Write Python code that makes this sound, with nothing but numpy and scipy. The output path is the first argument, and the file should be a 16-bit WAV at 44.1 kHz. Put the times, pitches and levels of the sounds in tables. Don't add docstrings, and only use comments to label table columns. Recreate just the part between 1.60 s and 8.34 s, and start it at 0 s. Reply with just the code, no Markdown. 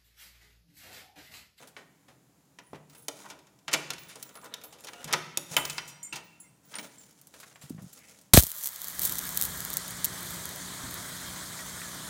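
import sys
import numpy as np
from scipy import signal
from scipy.fft import rfft, irfft
from scipy.io import wavfile
from scipy.ndimage import uniform_filter1d

SR = 44100
rng = np.random.default_rng(int(sys.argv[2]) if len(sys.argv) > 2 else 0)


def wav_record(signal):
    frames = np.transpose(np.atleast_2d(signal))
    bounded = np.clip(frames, -1, 1)
    quanta = np.round(bounded * 32767).astype(np.int16)
    wavfile.write(sys.argv[1], SR, quanta)


N = 297016
TIME = np.arange(N) / SR
BANDS_HZ, TOP_HZ = 62.5 * 2 ** np.arange(9), 16000

# (time [s], strength [dB], bass from the door [dB], treble slope [dB/octave], t60 at 4 kHz [s])
LOCK_BLOWS = [ (0.987, -11, -0.5, -4.5, 0.058), (1.297, -27.5, -2, 2, 0.11), (1.348, -19.5, 0.5, -4, 0.11),
              (1.483, -3.5, 9, 4, 0.037), (1.59, -25.5, 17, 2.5, 0.052), (1.654, -20, 14, 0, 0.11),
              (1.7, -8, 6, -1.5, 0.11), (1.789, -26, 1, 1, .06), (1.869, -27, 6.5, -1, 0.075),
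              (1.989, -36, -1, 3, 0.052), (2.081, 4, -4, -7.5, 0.084), (2.112, -2, 5, -3.5, 0.2),
              (2.13, 7.5, -5, 0.5, 0.091), (2.137, 12.5, -0.5, -1, 0.041), (2.144, 4.5, -1.5, -1, 0.043),
              (2.304, 1, -0.5, 0.5, 0.045), (2.334, -8.5, -10, 0, 0.053), (2.382, -14.5, -11, 0, 0.04),
              (2.435, -32.5, -5, 5.5, 0.031), (2.489, -11, -8, -1.5, 0.24), (2.556, -19.5, 17, 3.5, 0.059),
              (2.605, -33.5, 3.5, 4, 0.02), (2.627, -20.5, -15.5, 9.5, 0.043),
              (2.692, -24, -8.5, 1.5, 0.023), (2.754, -24.5, 16, 4.5, 0.055), (2.772, -29.5, 3, 4, 0.034),
              (2.814, -30.5, -1.5, 3.5, 0.042), (2.841, -33.5, 1.5, 10, 0.16), (2.859, -22.5, 21, 1.5, .05),
              (2.9402, -6.5, -10, 1.5, 0.034), (3.014, -19, -5, -2.5, 0.069),
              (3.038, -20.5, 17, 4.5, 0.086), (3.124, -17, 11.5, 1, 0.16), (3.185, -21, -3.5, -2, 0.12),
              (3.2065, -37, -3.5, 9.5, 0.034), (3.238, -19.5, 8, 2, 0.088), (3.246, -18, 13.5, 4.5, 0.051),
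              (3.2704, -14.5, 0.5, 1, 0.042), (3.279, -13.5, 1.5, -2, 0.045), (3.287, -13, 3, -1, 0.034),
              (3.333, -9.5, 2.5, -3, 0.046), (3.443, -11.5, -5, 4, 0.059), (3.475, -11, 6, 0.5, 0.17),
              (3.507, 0, 5, -9, 0.17), (3.527, 3, -2.5, 2.5, 0.041), (3.533, 12.5, -7.5, -2.5, 0.053),
              (3.5376, 12, -4.5, -7.5, 0.034), (3.7733, -3.5, 4, 6.5, 0.032),
              (3.9665, -3.5, -9.5, 6.5, 0.021), (3.9675, 14.5, -4, -9, 0.075), (4.052, -4, 1.5, 3, 0.032),
              (4.098, -2, -13, 1, 0.064), (4.181, 7.5, -21, -7, 0.053), (4.277, -21.5, -17, 7, 0.2),
              (4.5262, -1.5, -2, -2, .14), (4.557, -4, -3, 0.5, 0.1), (5.14, -6, -8, -4, 0.044),
              (5.154, -7, -3, -5.5, 0.033), (5.162, -8.5, -3, -5, 0.039), (5.1853, -4, -2.5, -2, 0.033),
              (5.193, -7, -1, -5, 0.045)]


def undb(db):
    return 10 ** (np.asarray(db) / 20)


def unit(x):
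    return x / np.sqrt(np.mean(x ** 2))


def fade(t, t60):
    return np.exp(-np.log(1000) * t / t60)


def add(out, start_s, x):
    i = max(int(start_s * SR), 0)
    out[i:i + len(x)] += x[:max(N - i, 0)]


def wander(shape, samples):
    return unit(uniform_filter1d(rng.standard_normal(shape), size=samples))


def colour(x, points):
    hz, db = np.transpose(points)
    freqs = np.maximum(np.fft.rfftfreq(len(x), 1 / SR), 1)
    return irfft(rfft(x) * undb(np.interp(np.log(freqs), np.log(hz), db)), len(x))


def octaves(x):
    pitch = np.log(np.maximum(np.fft.rfftfreq(len(x), 1 / SR), 1))
    masks = np.array([np.interp(pitch, np.log(BANDS_HZ), band) for band in np.eye(len(BANDS_HZ))])
    return irfft(rfft(x) * masks, len(x))


def by_band(hz, values):
    return np.interp(np.log(BANDS_HZ), np.log(hz), values)[:, None]


def blows(hits, spectrum, snap, bass_hold, drag_s, crack_t60=0.0064):
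    out, t = np.zeros(N), TIME[:3 * 2 ** 11]
    treble_octaves = np.log2(np.maximum(BANDS_HZ / 2000, 1))[:, None]
    bass_share = by_band([400, 2000], [1, 0])
    material_db = by_band(*np.transpose(spectrum))
    crack = 1 + snap * BANDS_HZ[:, None] / TOP_HZ * fade(t, crack_t60)
    for start, db, bass_db, slope, t60 in hits:
        swell = 1 - np.exp(-t / (drag_s * (t60 / 0.13) ** 2))
        envelope = swell * crack * fade(t, t60 * (BANDS_HZ[:, None] / 4000) ** -bass_hold)
        envelope /= np.sqrt(np.sum(envelope ** 2, axis=1, keepdims=True))
        gain = undb(db + material_db + bass_db * bass_share + slope * treble_octaves)
        add(out, start, np.sum(gain * envelope * octaves(rng.standard_normal(len(t))), axis=0))
    return out


def room_tone(level_db=-64.5):
    # (frequency [Hz], relative density [dB])
    spectrum = [(15, -78), (25, -58), (53, -56), (70, -3), (108, -14.5), (123, 0), (185, -3), (229, -10),
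                (285, -4.5), (373, -14.5), (840, -17.5), (1260, -22), (3000, -27.5), (5730, -27),
                (7200, -22.5), (8300, -28.5), (9570, -26.5), (16000, -29)]
    return undb(level_db) * unit(colour(rng.standard_normal(N), spectrum))


def room(x, early_t60=0.43, onset_s=0.00099, drift_hz=0.596, positions=3):
    # (frequency [Hz], early reflections [dB], late tail [dB], late t60 [s])
    reverberation = [(60, -6.5, -1.5, 0.73), (143, -3.5, 0, 2.5), (377, -3.5, -11.5, 1),
                     (1000, -7, -14, 1.57), (2630, -13.5, -9.5, 0.8), (5990, -14, -17, 0.98),
                     (14460, -13.5, -24.5, 0.48)]
    t = TIME[:2 ** 16]
    hz, *columns = np.transpose(reverberation)
    early_db, late_db, late_t60 = (by_band(hz, column) for column in columns)
    power = 0
    for db, t60 in ((early_db, early_t60), (late_db, late_t60)):
        envelope = fade(t, t60) * (1 - np.exp(-(t / onset_s) ** 2))
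        power = power + (undb(db) * envelope) ** 2 / np.sum(envelope ** 2, axis=-1, keepdims=True)
    out = np.zeros(N)
    for position in range(positions):
        response = np.sum(np.sqrt(power) * octaves(rng.standard_normal(len(t))), axis=0)
        blend = np.sqrt(2 / positions) * np.cos(np.pi * (drift_hz * TIME + position / positions))
        out += blend * signal.fftconvolve(x, response)[:N]
    return out


def handling_bumps(push_s=0.019, decay_cycles=6, rise_s=0.0029, scatter_db=4.0, uneven=0.374):
    # (time [s], length [s], level before scatter [dB], pitch [Hz])
    shifts = [(6.037, 0.035, -44.5, 147), (6.105, 0.01, -31.5, 255), (6.114, 0.16, -38.5, 167)]
    out, t = np.zeros(N), TIME[:SR // 8]
    for start, length, db, hz in shifts:
        thud = np.sin(2 * np.pi * hz * t) * fade(t, decay_cycles / hz) * (1 - np.exp(-t / rise_s))
        thud /= np.abs(thud).max()
        for lag, (late, size) in zip(np.arange(0, length, push_s), rng.uniform(-1.16, 1, (20, 2))):
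            add(out, start + lag + uneven * late * min(lag, push_s), undb(db + scatter_db * size) * thud)
    return out


def knocks():
    # (time [s], strength [dB], bass [dB], treble slope [dB/octave], t60 at 4 kHz [s])
    hits = [(0.02, -25, 3, -9, 0.79), (0.073, -23, 10, -0.5, 0.12), (0.166, -9, 3, -9.5, 0.24),
            (0.481, -17.5, 7, -8, 0.21), (1.1318, -15, 11, -12, 0.073), (1.146, -11.5, 3, -13.5, 0.11),
            (1.157, -20, 5, -9, .05), (5.51, -37, -2, 1, 0.025), (5.614, -36.5, -6, 4.5, 0.045),
            (5.6705, -34, 10.5, 4.5, 0.055), (5.739, -15, 5, -5, 0.13), (5.8, -16.5, 1, -1.5, 0.13),
            (5.831, -15.5, -5, -5.5, 0.076), (5.9575, -14.5, -9, -9.5, 0.067), (6.0125, -14, -3, -3, 0.33),
            (6.0965, -29.5, 16, 4, 0.044), (6.178, -19, 9.5, -17, 0.21), (5.912, -19.5, 0, -11, 0.084),
            (6.22, -36.5, -4, 4, 0.12), (6.33, -33, 1, 5, 0.081), (6.39, -35, -0.5, 2.5, .03),
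            (6.613, -36, 4, 2.5, 0.057)]
    # (frequency [Hz], gain [dB])
    wood = [(70, -23), (400, -1.5), (2000, -3), (4000, -1), (10000, 3), (16000, -1)]
    return blows(hits, wood, snap=0.93, bass_hold=0.089, drag_s=0.00063)


def rubbing_pressure(rise_db_per_s=208.5, stop_s=0.0051):
    # (stop [s], relative body [dB], relative hiss [dB])
    slides = [(2.135, -64, -72), (3.531, -42, -55), (3.968, -41.5, -45.5)]
    # (middle [s], length [s], relative body [dB], relative hiss [dB])
    rustles = [(0.01, 0.17, -53, -56), (1.381, 0.2, -61.5, -59.5), (1.614, 0.29, -58, -54),
               (2.533, 0.45, -61, -57.5), (2.855, 0.61, -57, -79), (3.348, 0.36, -54.5, -56),
               (3.883, 0.2, -70, -55), (3.925, 0.056, -56, -42.5), (4.078, 0.33, -57, -45.5),
               (4.287, 0.22, -61.5, -58.5), (5.156, 0.26, -59.5, -54.5), (5.218, 0.14, -52, -57),
               (5.4, 0.66, -69, -59), (5.798, 0.25, -66, -57.5), (6.024, 0.4, -68, -59),
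               (6.43, 0.59, -64.5, -55)]
    for stop, body_db, hiss_db in slides:
        rise = undb(-rise_db_per_s * np.abs(stop - TIME))
        yield rise * np.clip((stop - TIME) / stop_s, 0, 1), body_db, hiss_db
    for middle, length, body_db, hiss_db in rustles:
        yield np.cos(np.pi * np.clip((TIME - middle) / length, -.5, .5)), body_db, hiss_db


def rubbing(catches_per_s=700, scatter_db=2, grain_t60=0.012, smooth=0.67, grip_s=0.022, grip_db=4.5):
    # (frequency [Hz], relative density [dB])
    body_spectrum = [(120, -37.5), (200, 2.5), (370, -14), (435, 2), (970, -10.5), (1160, -8.5), (1400, -6),
                     (1710, -8), (2780, -16), (4000, -10), (5200, -45), (8800, -120)]
    hiss_spectrum = [(1760, -26.5), (3000, -11.5), (4380, -10), (6530, -4), (8640, -8.5), (9800, -7),
                     (14400, -17), (16000, -8.5)]
    catches = rng.random(N) < catches_per_s / SR
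    sizes = undb(scatter_db * np.minimum(rng.exponential(size=N), 3))
    grit = smooth + unit(signal.fftconvolve(catches * sizes, fade(TIME[:SR // 20], grain_t60))[:N])
    grip_times = np.arange(0, N / SR, grip_s)
    grit *= undb(grip_db * np.interp(TIME, grip_times, rng.uniform(-1.2, 1, len(grip_times))))
    body = unit(lock_case(colour(grit * rng.standard_normal(N), body_spectrum), direct_db=1.5))
    hiss = unit(colour(grit * rng.standard_normal(N), hiss_spectrum))
    return sum(envelope * (body * undb(body_db) + hiss * undb(hiss_db))
               for envelope, body_db, hiss_db in rubbing_pressure())


def rasps(ticks_per_s=1500, broad_db=-45.5, db_per_doubling=15.5):
    # (time [s], length [s], level [dB], pitch [Hz])
    bursts = [(0.163, 0.013, -44, 1840), (1.633, 0.051, -49, 1000), (2.076, 0.016, -36.5, 2700),
              (2.127, 0.0045, -36, 3000), (2.562, 0.055, -67, 700), (2.735, 0.07, -55.5, 1224),
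              (2.817, 0.073, -50.5, 1000), (3.036, 0.036, -63, 600), (3.26, 0.041, -50, 3400),
              (3.28, 0.024, -48, 1780), (3.472, 0.044, -44.5, 1070), (3.916, 0.041, -52, 2280),
              (5.123, 0.045, -48.5, 1580), (5.823, 0.027, -52, 1600), (6.174, 0.031, -65, 1900),
              (6.331, 0.27, -63.5, 2130)]
    out = np.zeros(N)
    for start, length, db, hz in bursts:
        width_hz = hz * min(2 ** ((db - broad_db) / db_per_doubling), 2)
        ticks = (rng.random(SR // 2) < ticks_per_s / SR) * rng.standard_normal(SR // 2)
        b, a = signal.iirpeak(hz, hz / width_hz, fs=SR)
        rasp = unit(signal.lfilter(b, a, signal.lfilter(b, a, ticks))[:int(length * SR)])
        add(out, start, undb(db) * signal.windows.tukey(len(rasp), .7) * rasp)
    return out


def squeaks(wobble=0.024):
    # (time [s], length [s], pitch [Hz], level [dB], overtones against the fundamental [dB])
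    drags = [(3.319, 0.12, 708, -54.5, -1.5), (4.419, 0.084, 2100, -59.5, -29),
             (4.828, 0.059, 2100, -65, -23)]
    out = np.zeros(N)
    for start, length, hz, db, overtone_db in drags:
        drift = wander(SR // 2, samples=150)[:int(length * SR)]
        phase = 2 * np.pi * np.cumsum(hz * (1 + wobble * drift)) / SR
        tone = np.sin(phase) + undb(overtone_db) * (np.sin(2 * phase) + np.sin(4 * phase))
        add(out, start, undb(db) * signal.windows.tukey(len(phase)) * tone)
    return out


def jostles(touches_per_s=35):
    # (start [s], end [s], greatest strength [dB])
    spells = [(1.03, 1.13, -67), (1.3, 1.47, -59), (2.391, 2.87, -56), (3.01, 3.34, -57),
              (3.964, 4.15, -47), (4.15, 4.34, -58), (5.149, 5.5, -61.5)]
    touches = []
    for start, end, db in spells:
        for when, softness, brightness in rng.random((round(touches_per_s * (end - start)), 3)):
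            touches.append((start + when * (end - start), db - 10 * softness, 7000 + 8000 * brightness, .4))
    return touches


def keys(contacts=3, bounce_s=0.014, bounce_db=-11, scatter_db=1.0, graze=0.46, clash_t60=0.0076):
    # (frequency [Hz], relative level [dB], t60 [s])
    modes = [(5766, -15, .95), (6455, -6, .16), (7154, 0, .2), (7480, -6, .15), (7896, -14, .15),
             (8301, -3, .42), (8980, -8, .33), (9270, -10, .2), (9733, -10, .16), (9900, -12, .4),
             (10410, -9, .1), (10660, -5, .16), (11110, -5, .13), (11580, -10, .1), (11790, -5, .13),
             (12870, -11, .1), (13355, -10, .11), (15470, 0, .22)]
    # (time [s], strength [dB], brightest frequency [Hz], spread [octaves])
    tinkles = [(1.036, -66.5, 10000, 0.036), (1.065, -60, 10100, 0.054), (1.298, -57, 15400, 0.27),
               (1.349, -56, 11000, 0.34), (1.38, -54, 12100, 0.25), (1.423, -55, 11000, .15),
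               (2.392, -47, 15400, 0.33), (2.487, -52, 11900, 0.2), (2.628, -45, 15200, 0.14),
               (2.67, -60, 7100, 0.04), (2.755, -50, 11000, 0.068), (3.037, -43.5, 12600, 0.16),
               (3.966, -29.5, 11200, 0.32), (3.972, -39.5, 7154, .06), (4.052, -39, 15300, 0.14),
               (4.098, -48, 14100, 0.23), (4.182, -55, 5766, .04), (4.277, -50, 6800, .3),
               (4.4295, -40, 7100, 0.09), (4.4296, -46, 8301, .04), (4.4297, -45, 11900, 0.3),
               (4.555, -55, 13200, 0.26), (4.64, -57, 15400, 0.096), (4.801, -43.5, 10700, 0.032),
               (4.803, -51, 7500, 0.14), (4.842, -59.5, 7370, 0.29), (5.053, -58, 15500, 0.25),
               (5.153, -46.5, 9060, 0.03), (5.187, -46, 14900, 0.12), (5.383, -47, 7500, 0.022),
               (5.41, -57, 7200, 0.032), (5.95, -60, 7500, 0.027), (6.012, -54, 7400, .02),
               (6.328, -54, 7500, 0.02)]
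    # (frequency [Hz], relative density [dB])
    clash_spectrum = [(1500, -30), (4000, -7.5), (7000, -0.5), (12000, -2.5), (16000, -1)]
    stray_db, top_mode_db, clash_db = -31, -13, 6
    hz, db, t60 = np.transpose(modes)
    kicks, impacts = np.zeros((len(modes), N)), np.zeros(N)
    for when, level_db, centre_hz, spread in list(tinkles) + jostles():
        picked = undb(db) * (np.exp(-.5 * (np.log2(hz / centre_hz) / spread) ** 2) + undb(stray_db))
        reach = picked / np.linalg.norm(picked) + undb(top_mode_db) * (hz == hz.max())
        for bounce in range(contacts):
            size, swing = rng.standard_normal((2, len(modes)))
            weight = reach * undb(scatter_db * size) * np.sign(swing)
            force = undb(level_db + bounce * bounce_db)
            kicks[:, int(when * SR)] += force * weight / np.linalg.norm(weight)
            impacts[int(when * SR)] += force * spread
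            when += bounce_s * (.5 + rng.random())
    click_envelope = signal.lfilter([1], [1, -fade(1 / SR, clash_t60)], impacts + 1e-18)
    out = undb(clash_db) * click_envelope * unit(colour(rng.standard_normal(N), clash_spectrum))
    for kick, angle, radius in zip(kicks, 2 * np.pi * hz / SR, fade(1 / SR, t60)):
        ring = signal.lfilter([np.sin(angle)], [1, -2 * radius * np.cos(angle), radius ** 2], kick + 1e-18)
        out += (1 + graze * wander(N, samples=250)) * ring
    return out


def door(shudder=0.45, firm_db=-6, shake_db=-49.5, shake_share=0.32, shake_hz=260):
    # (frequency [Hz], relative level [dB], t60 [s])
    modes = [(105, -14, .12), (140, -7.5, 0.3), (153.7, 0, 0.18), (186, 2, 0.085), (255, 9, .03),
             (323, 12, 0.035), (404, 8.5, 0.02), (657, 19.5, 0.02), (813, 23, 0.025), (1050, 14, 0.012),
             (1364, 26.5, .02), (1600, 24.5, .016)]
    # (time [s], strength [dB], hardness as a cutoff [Hz])
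    jolts = [(1.1316, -28, 884), (2.139, -43, 300), (3.447, -37.5, 220), (3.485, -46.5, 149.6),
             (3.533, -39.5, 240), (3.774, -37, 520), (3.912, -43, 170), (3.967, -38, 280),
             (4.527, -47, 200)]
    shakes = [(start, shake_db + shake_share * db, shake_hz) for start, db, *_ in LOCK_BLOWS if db > firm_db]
    out, t = np.zeros(N), TIME[:SR // 2]
    hz, db, t60 = np.transpose(modes)[:, :, None]
    side = (-1) ** np.arange(len(modes))[:, None]
    for start, level_db, cutoff_hz in list(jolts) + shakes:
        weight = undb(db) / (1 + (hz / cutoff_hz) ** 2) ** 2
        tremble = 1 + shudder * wander((len(modes), len(t)), samples=700)
        boom = np.sum(side * weight * tremble * np.sin(2 * np.pi * hz * t) * fade(t, t60), axis=0)
        add(out, start, undb(level_db) * boom / np.linalg.norm(weight))
    return out


def ringing_parts():
    # (time [s], pitch [Hz], level [dB], t60 [s])
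    parts = [(0.167, 1845, -53, 0.21), (2.138, 2376, -29.5, 0.093), (2.138, 976, -34, .07),
             (2.138, 1230, -34, 0.066), (2.139, 3080, -41, 0.035), (2.939, 3730, -25.5, 0.0096),
             (3.533, 1317, -34, 0.39), (3.533, 1420, -39, .36), (3.533, 657, -45.5, 0.23),
             (3.534, 1894, -35, .14), (3.534, 2320, -38, 0.2), (3.773, 3680, -17.5, 0.0068),
             (3.9667, 3037, -14, 0.041), (3.9667, 2624, -18.5, 0.031), (3.967, 2130, -21.5, 0.04),
             (3.968, 664, -42.5, .15), (3.968, 1560, -42, .2), (4.1815, 4860, -24, 0.021),
             (4.1815, 2990, -27, 0.019), (4.526, 2694, -30.5, 0.061), (4.532, 2810, -32.5, 0.02),
             (5.155, 9100, -29.5, .04)]
    out, t = np.zeros(N), TIME[:SR // 2]
    for start, hz, db, t60 in parts:
        add(out, start, undb(db) * np.sin(2 * np.pi * hz * t) * fade(t, t60))
    return out


def lock_case(x, direct_db):
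    # (frequency [Hz], width [Hz], gain [dB])
    resonances = [(302, 18, 6), (356, 6.5, 5.5), (662, 89, -7), (853, 75, 0.5), (963, 71, 2),
                  (1254, 57, -5), (1390, 66, 0.5), (1920, 93, -4.5), (2280, 220, -3), (2647, 82, 0),
                  (3045, 110, -2), (3570, 130, -5.5), (5180, 290, -4), (5830, 320, -5.5), (6610, 580, -3),
                  (8040, 50, -5), (9800, 170, -4.5)]
    ringing = sum(undb(db) * signal.lfilter(*signal.iirpeak(hz, hz / width, fs=SR), x)
                  for hz, width, db in resonances)
    return undb(direct_db) * x + ringing


def lock():
    # (frequency [Hz], gain [dB])
    steel = [(70, -36), (400, 0.5), (1000, -1), (2000, -0.5), (4000, 1), (8000, -4), (16000, -13.5)]
    return lock_case(blows(LOCK_BLOWS, steel, snap=0.73, bass_hold=0.5, drag_s=0.0012), direct_db=1.0)


def scene():
    strikes = undb(-4) * lock() + undb(1) * knocks() + undb(1.5) * door() + ringing_parts()
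    airborne = strikes + undb(2) * keys() + undb(-2) * rubbing() + rasps() + squeaks()
    return (room_tone() + airborne + room(airborne) + handling_bumps())[None]


def record(dry):
    thin = signal.sosfilt(signal.butter(2, 65, "high", fs=SR, output="sos"), dry)
    soft = signal.sosfilt(signal.butter(2, 14500, "low", fs=SR, output="sos"), thin)
    return signal.sosfilt(signal.ellip(8, .2, 70, TOP_HZ, fs=SR, output="sos"), soft)


dry = scene()
out = record(dry)
wav_record(out)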